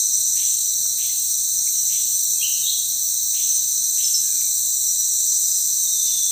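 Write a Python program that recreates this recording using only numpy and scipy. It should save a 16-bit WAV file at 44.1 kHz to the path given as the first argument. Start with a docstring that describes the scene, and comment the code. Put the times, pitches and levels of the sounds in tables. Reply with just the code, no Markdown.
"""By a still creek in a rainforest, one microphone. From the start cicada and cricket choruses (clicks ringing
many bands), a near cricket (a tone restarted each stroke), a near katydid (noise rasps) and soft air noise go on.
Far birds whip upward from 0.3 s and whistle gliding notes from 1.7 s, smeared by echoes among the trunks (noise
tails). Close by, twigs and tackle tick from 0.9 s (noise bursts), something peeps at 4 s (sagging tones)
and cloth rustles from 5.4 s (clumped noise)."""
import sys
import numpy as np
from scipy import signal
from scipy.fft import rfft, irfft, next_fast_len
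from scipy.io import wavfile

SR = 44100
rng = np.random.default_rng(int(sys.argv[2]) if len(sys.argv) > 2 else 0)


def elevation(decibels):
    """Turn decibel levels (scalar or array-like) into linear amplitude ratios."""
    levels = np.asarray(decibels, float)
    return 10 ** (levels / 20)


def unload_audio(sound):
    """Save the sound as a 16-bit wav file, at the path given as the first command line argument."""
    columns = np.transpose(np.atleast_2d(sound))
    # keep every value between -1 and 1, then stretch to whole-number steps
    steps = np.round(np.clip(columns, -1, 1) * 32767)
    wavfile.write(sys.argv[1], SR, steps.astype(np.int16))


N = 278271


def rms_one(x):
    """Scale to unit rms."""
    return x / np.sqrt(np.mean(x ** 2) + 1e-20)


def shaped(x, gain):
    """Filter by a gain given as a function of frequency."""
    size = next_fast_len(N)
    hz = np.arange(size // 2 + 1) * SR / size + 1  # the 1 keeps clear of zero
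    return irfft(rfft(x, size) * gain(hz), size)[:N]


def band(hz, width_hz, steep):
    """Gain of a resonance with a rounded top and skirts of chosen steepness."""
    return lambda f: 1 / np.sqrt(1 + np.abs(2 * (f - hz) / width_hz) ** (2 * steep))


def drift(rate_hz):
    """Slow chance of spread 1: noise kept below the rate."""
    return rms_one(shaped(rng.standard_normal(N), band(0, 2 * rate_hz, 2.56)))


def choruses():
    """Singers out of step: clicks ring many bands, several to a chorus, and each band swells a little."""
    # one band a row: centre_hz, width_hz, edge steepness (no unit), level_db, swell_db (spread)
    chorus_bands = [(4048, 433, 1.94, -36, 0.5), (4710, 70, 0.87, -50, 1.2), (5850, 26.3, 2.24, -31, 0.6),
                    (5950, 26, 0.96, -32, 1), (6130, 387, 2.03, -26, -1.55), (6380, 550, 1.92, -31.5, -1),
                    (7598, 1000, 2.49, -26, 1.5), (8502, 410, 2.8, -31.5, 0.5), (12095, 790, 1.96, -37, 1),
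                    (5700, 204, 4.8, -38.5, 0.5), (7230, 58, 1.12, -38.5, -1.5),
                    (8644, 310, 2.7, -35.5, 0.5), (4800, 1200, 0.53, -47, -1), (11790, 45, 1.4, -48, 1.5),
                    (11935, 40, 1.4, -45, 1.5), (12392, 60, 1.4, -44, 1.5), (12531, 35, 1.4, -45, 1.5),
                    (12550, 370, 3.1, -41.5, 0.7), (13000, 470, 2.5, -43.5, 6.4), (13600, 600, 1.3, -46, 0),
                    (14780, 900, 1.4, -38.5, 1.0), (15320, 580, 2.5, -35, 2)]
    clicks_per_s, lowest_hz = 9000, 3393
    out = np.zeros(N)
    for hz, width_hz, steep, level_db, swell_db in chorus_bands:
        clicks = (rng.random(N) < clicks_per_s / SR) * rng.standard_normal(N)
        ringing = rms_one(shaped(clicks, band(hz, width_hz, steep)))
        out += elevation(level_db + swell_db * drift(1.25)) * ringing
    # hardly anything sings below the lowest pitch
    return shaped(out, lambda f: 1 / np.sqrt(1 + (lowest_hz / f) ** 70.0))


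def cricket():
    """Every wing stroke starts the same tone afresh; phase and size wander, as echoes make them do."""
    # the near cricket: pitch_hz, phase_wander_rad (spread), stroke_centre_s,
    # gate_length_s (its sign is idle; far longer than a stroke, so the gate stays open), level_db (peak)
    cricket_tone = (8606, .45, -0.1, -1, -34)
    strokes_per_s = 51.758
    hz, wander_rad, centre_s, length_s, level_db = cricket_tone
    period = 1 / strokes_per_s
    age = (np.arange(N) / SR - centre_s + period / 2) % period - period / 2
    gate = np.exp(-(2 * age / length_s) ** 4)
    tone = np.sin(2 * np.pi * hz * age + wander_rad * drift(10.0))
    return elevation(level_db + 2.6 * drift(21.0)) * gate * tone


def katydid():
    """Short noisy rasps of one resonance, in a phrase that repeats."""
    # the rasps of one phrase: time_into_phrase_s, level_db
    phrase_rasps = [(.0012, -32), (.0185, -29), (.0258, -35.5), (.0358, -34), (.0600, -39)]
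    phrases_per_s, rasp_s = 15.24, 0.004
    phrase_age = np.arange(N) / SR % (1 / phrases_per_s)
    gate = sum(elevation(level_db) * np.exp(-(2 * (phrase_age - centre_s) / rasp_s) ** 2)
               for centre_s, level_db in phrase_rasps)
    return gate * rms_one(shaped(rng.standard_normal(N), band(hz=12160, width_hz=330, steep=2.2)))


def air():
    """Low forest murmur, noise of a sloping spectrum, and the faint even hiss of the microphone."""
    # spectrum of the murmur: frequency_hz, relative_density_db (per Hz)
    murmur_spectrum = [(15, -40), (25, -16), (38, -12.5), (59, -1.5), (145, -1.5), (185, -8), (328, -11),
                       (394, -12), (464, -13.5), (758, -14), (930, -16.5), (3040, -20), (3300, -12.5),
                       (4290, -49), (7260, -120)]
    murmur_db, hiss_db = -55.5, -54
    hz, density_db = np.transpose(murmur_spectrum)
    murmur = shaped(rng.standard_normal(N),
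                    lambda f: elevation(np.interp(np.log(f), np.log(hz), density_db, -60, -60)))
    hiss = elevation(hiss_db) * rng.standard_normal(N)
    return elevation(murmur_db + 0.1 * drift(5.9)) * rms_one(murmur) + hiss


def whistle(rows, waver):
    """A near-pure tone that follows a curve of time, pitch and level, silent outside it."""
    s, hz, level_db = np.transpose(rows)
    t = np.arange(N) / SR
    pitch = np.interp(t, s, hz) * (1 + waver)
    tone = np.sin(2 * np.pi * np.cumsum(pitch) / SR)
    return np.sqrt(2) * elevation(np.interp(t, s, level_db, -200, -200)) * tone


def whips(waver):
    """Far whip calls, fast upward sweeps from one template, each with its own lift of the low start."""
    # the sweep: time_into_call_s, pitch_hz, level_db (relative to the call)
    whip_sweep = [(0, 1750, -17.5), (.009, 2000, -15), (.026, 2800, 2.5), (.034, 3500, 9),
                  (.042, 3700, -27)]
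    # the calls: start_s, level_db (before distance and echo), low_start_lift_db
    whip_calls = [(0.342, -38.5, 5.5), (0.963, -38.5, 4), (1.874, -38.5, 3.5), (3.318, -37.5, 1),
                  (3.952, -38.5, 1.5)]
    out = 0
    for start_s, call_db, lift_db in whip_calls:
        rows = [(start_s + at, hz, level_db + call_db + lift_db * (hz < 2400))
                for at, hz, level_db in whip_sweep]
        out = out + whistle(rows, waver)
    return out


def forest(x):
    """Scattered echoes among trunks: noise that builds up, then dies band by band."""
    # how long echoes last: frequency_hz, t60_s
    forest_decay = [(1500, 0.52), (2300, 0.54), (3000, 0.89), (4200, 1), (5400, 0.43)]
    build_up_s = 0.023
    t, tail = np.arange(N) / SR, np.zeros(N)
    hz, t60 = np.transpose(forest_decay)
    for centre in 1200 * 2 ** np.arange(0, 2.5, .25):  # quarter-octave steps
        dying = elevation(-60 * t / np.interp(centre, hz, t60)) * (1 - np.exp(-t / build_up_s))
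        echoes = dying * shaped(rng.standard_normal(N), band(centre, centre / 5, 2))
        # about unit gain within each band
        tail += echoes / np.sqrt(np.sum(echoes ** 2) * 5 * SR / 2 / centre)
    return signal.fftconvolve(x, tail[:SR])[:N]


def ticks():
    """Small ticks of twigs and tackle: bursts of noise that die fast, each in its own band."""
    # one tick a row: start_s, level_db (at its onset), centre_hz, width_hz, t60_s
    tick_list = [(0.854, -45, 1140, 906, 0.055), (1.093, -47, 2070, 302, 0.12),
                 (1.67, -45, 2270, 443, 0.13), (4.039, -46, 10700, 2500, 0.025),
                 (4.140, -46, 10500, 2500, .02), (4.416, -42, 3200, 3200, 0.02),
                 (6.010, -40, 4800, 900, .02), (6.092, -44, 2880, 600, 0.058)]
    out, age = np.zeros(N), np.arange(SR // 5) / SR
    for start_s, level_db, hz, width_hz, t60 in tick_list:
        limits_hz = [max(hz - width_hz / 2, 50), hz + width_hz / 2]
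        # the narrower the band, the stronger the noise fed to it
        noise = rng.standard_normal(len(age)) * elevation(level_db - 60 * age / t60) * np.sqrt(SR / 2 / width_hz)
        band_pass = signal.butter(3, limits_hz, "band", fs=SR, output="sos")
        at = round(start_s * SR)
        out[at:at + len(age)] += signal.sosfilt(band_pass, noise)[:N - at]
    return out


def note(start_s, length_s, first_hz, last_hz, level_db):
    """Curve of one gliding bird note, quick at first, that swells, holds and fades."""
    swell_share, fade_share, edge_db, glide_power = .3, .2, -14, .8  # shares of the note's length
    share = np.linspace(0, 1, 21)
    edge = np.maximum(1 - share / swell_share, 1 - (1 - share) / fade_share)
    curve_db = level_db + edge_db * np.maximum(0, edge)
    pitch = first_hz + (last_hz - first_hz) * share ** glide_power
    return np.transpose([start_s + length_s * share, pitch, curve_db])


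def far_note(waver):
    """One whistled glide from deep in the forest."""
    # start_s, length_s, first_pitch_hz, last_pitch_hz, level_db (before the echoes)
    deep_glide = (1.705, .06, 2600, 3300, -52)
    return whistle(note(*deep_glide), waver)


def bird_notes(waver):
    """Other far birds: whistled glides whose level flutters."""
    # one glide a row: start_s, length_s, first_pitch_hz, last_pitch_hz, level_db (before distance and echo)
    glides = [(2.352, 0.039, 2660, 2620, -57), (2.387, 0.058, 3290, 3210, -39.5),
              (2.408, 0.033, 2400, 2760, -41.5), (2.419, 0.02, 2800, 2850, -31.5),
              (2.437, 0.025, 2970, 3096, -29.5), (2.617, .115, 3600, 3840, -32.5),
              (2.654, 0.048, 3280, 3430, -36.5), (2.668, 0.049, 3890, 4250, -28.5),
              (4.207, .11, 1690, 1616, -63), (4.322, .045, 1620, 1450, -62), (4.231, 0.22, 2550, 2280, -60),
              (5.278, 0.16, 4560, 5070, -48), (5.38, 0.29, 5040, 5220, -44), (5.81, .23, 3900, 3540, -39),
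              (6.028, .31, 3600, 3500, -39), (6.052, .04, 4600, 5250, -44)]
    flutter_db = 3.0
    return elevation(flutter_db * drift(68.0)) * sum(whistle(note(*row), waver) for row in glides)


def peeps():
    """Whistled peeps close by: a steady pitch that starts sharply, sags and is let go."""
    # one peep a row: start_s, length_s, level_db (before it sags)
    peep_list = [(4.04, 0.03, -21), (4.07, .026, -25), (4.139, 0.056, -17)]
    hz, attack_s, release_s, sag_db_per_s = 5370, 0.0037, .012, 173
    out = 0
    for start_s, length_s, level_db in peep_list:
        age = np.arange(N) / SR - start_s
        gate = np.clip(age / attack_s, 0, 1) * np.clip((length_s - age) / release_s, 0, 1)
        sagging = elevation(level_db - sag_db_per_s * np.clip(age, 0, 1))
        out = out + np.sqrt(2) * gate * sagging * np.sin(2 * np.pi * hz * age)
    return out


def rustle():
    """Clumped grains of rubbing cloth, with a middle part and a treble part."""
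    # one stroke a row: start_s, length_s, level_db (of the middle), brightness_db (treble over middle)
    cloth_strokes = [(5.37, .3, -64, 18.5), (6.04, 0.21, -44.5, -4)]
    swell_s, fade_s, edge_db = 0.025, .065, -15
    t, out = np.arange(N) / SR, 0
    grains = rng.standard_normal(N) * elevation(2.2 * drift(40.0))
    middle = rms_one(shaped(grains, band(4500, 2500, 2.6)))
    treble = rms_one(shaped(grains, band(10200, 3000, 1.7)))
    for start_s, length_s, level_db, bright_db in cloth_strokes:
        end_s = start_s + length_s
        times = [start_s, start_s + swell_s, end_s - fade_s, end_s]
        stroke_db = np.interp(t, times, [edge_db, 0, 0, edge_db], -200, -200)
        out = out + elevation(level_db + stroke_db) * (middle + elevation(bright_db) * treble)
    return out


def scene():
    """Everything at one microphone: far birds come direct and as echoes, the far note as echo alone."""
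    whip_direct_db, note_direct_db, near_echo_db = -14.5, 2, -13
    waver = .013 * drift(58.6)  # share of pitch, common to all birds
    whip = whips(waver)
    notes = bird_notes(waver)
    near = peeps() + ticks()
    direct = elevation(whip_direct_db) * whip + elevation(note_direct_db) * notes + near
    echoes = forest(whip + notes + far_note(waver) + elevation(near_echo_db) * near)
    insects = choruses() + cricket() + katydid()
    return (insects + direct + echoes + rustle() + air())[None]


def top_cut(x):
    """Nothing passes above the cut-off."""
    return signal.sosfilt(signal.butter(12, 16870, fs=SR, output="sos"), x)


def record(dry):
    """The top is cut steeply by an elliptic low-pass."""
    low_pass = signal.ellip(12, .3, 100, 15460, fs=SR, output="sos")  # ripple dB, stop dB, edge Hz
    mix = signal.sosfilt(low_pass, dry)
    return top_cut(mix)


dry = scene()
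out = record(dry)
unload_audio(out)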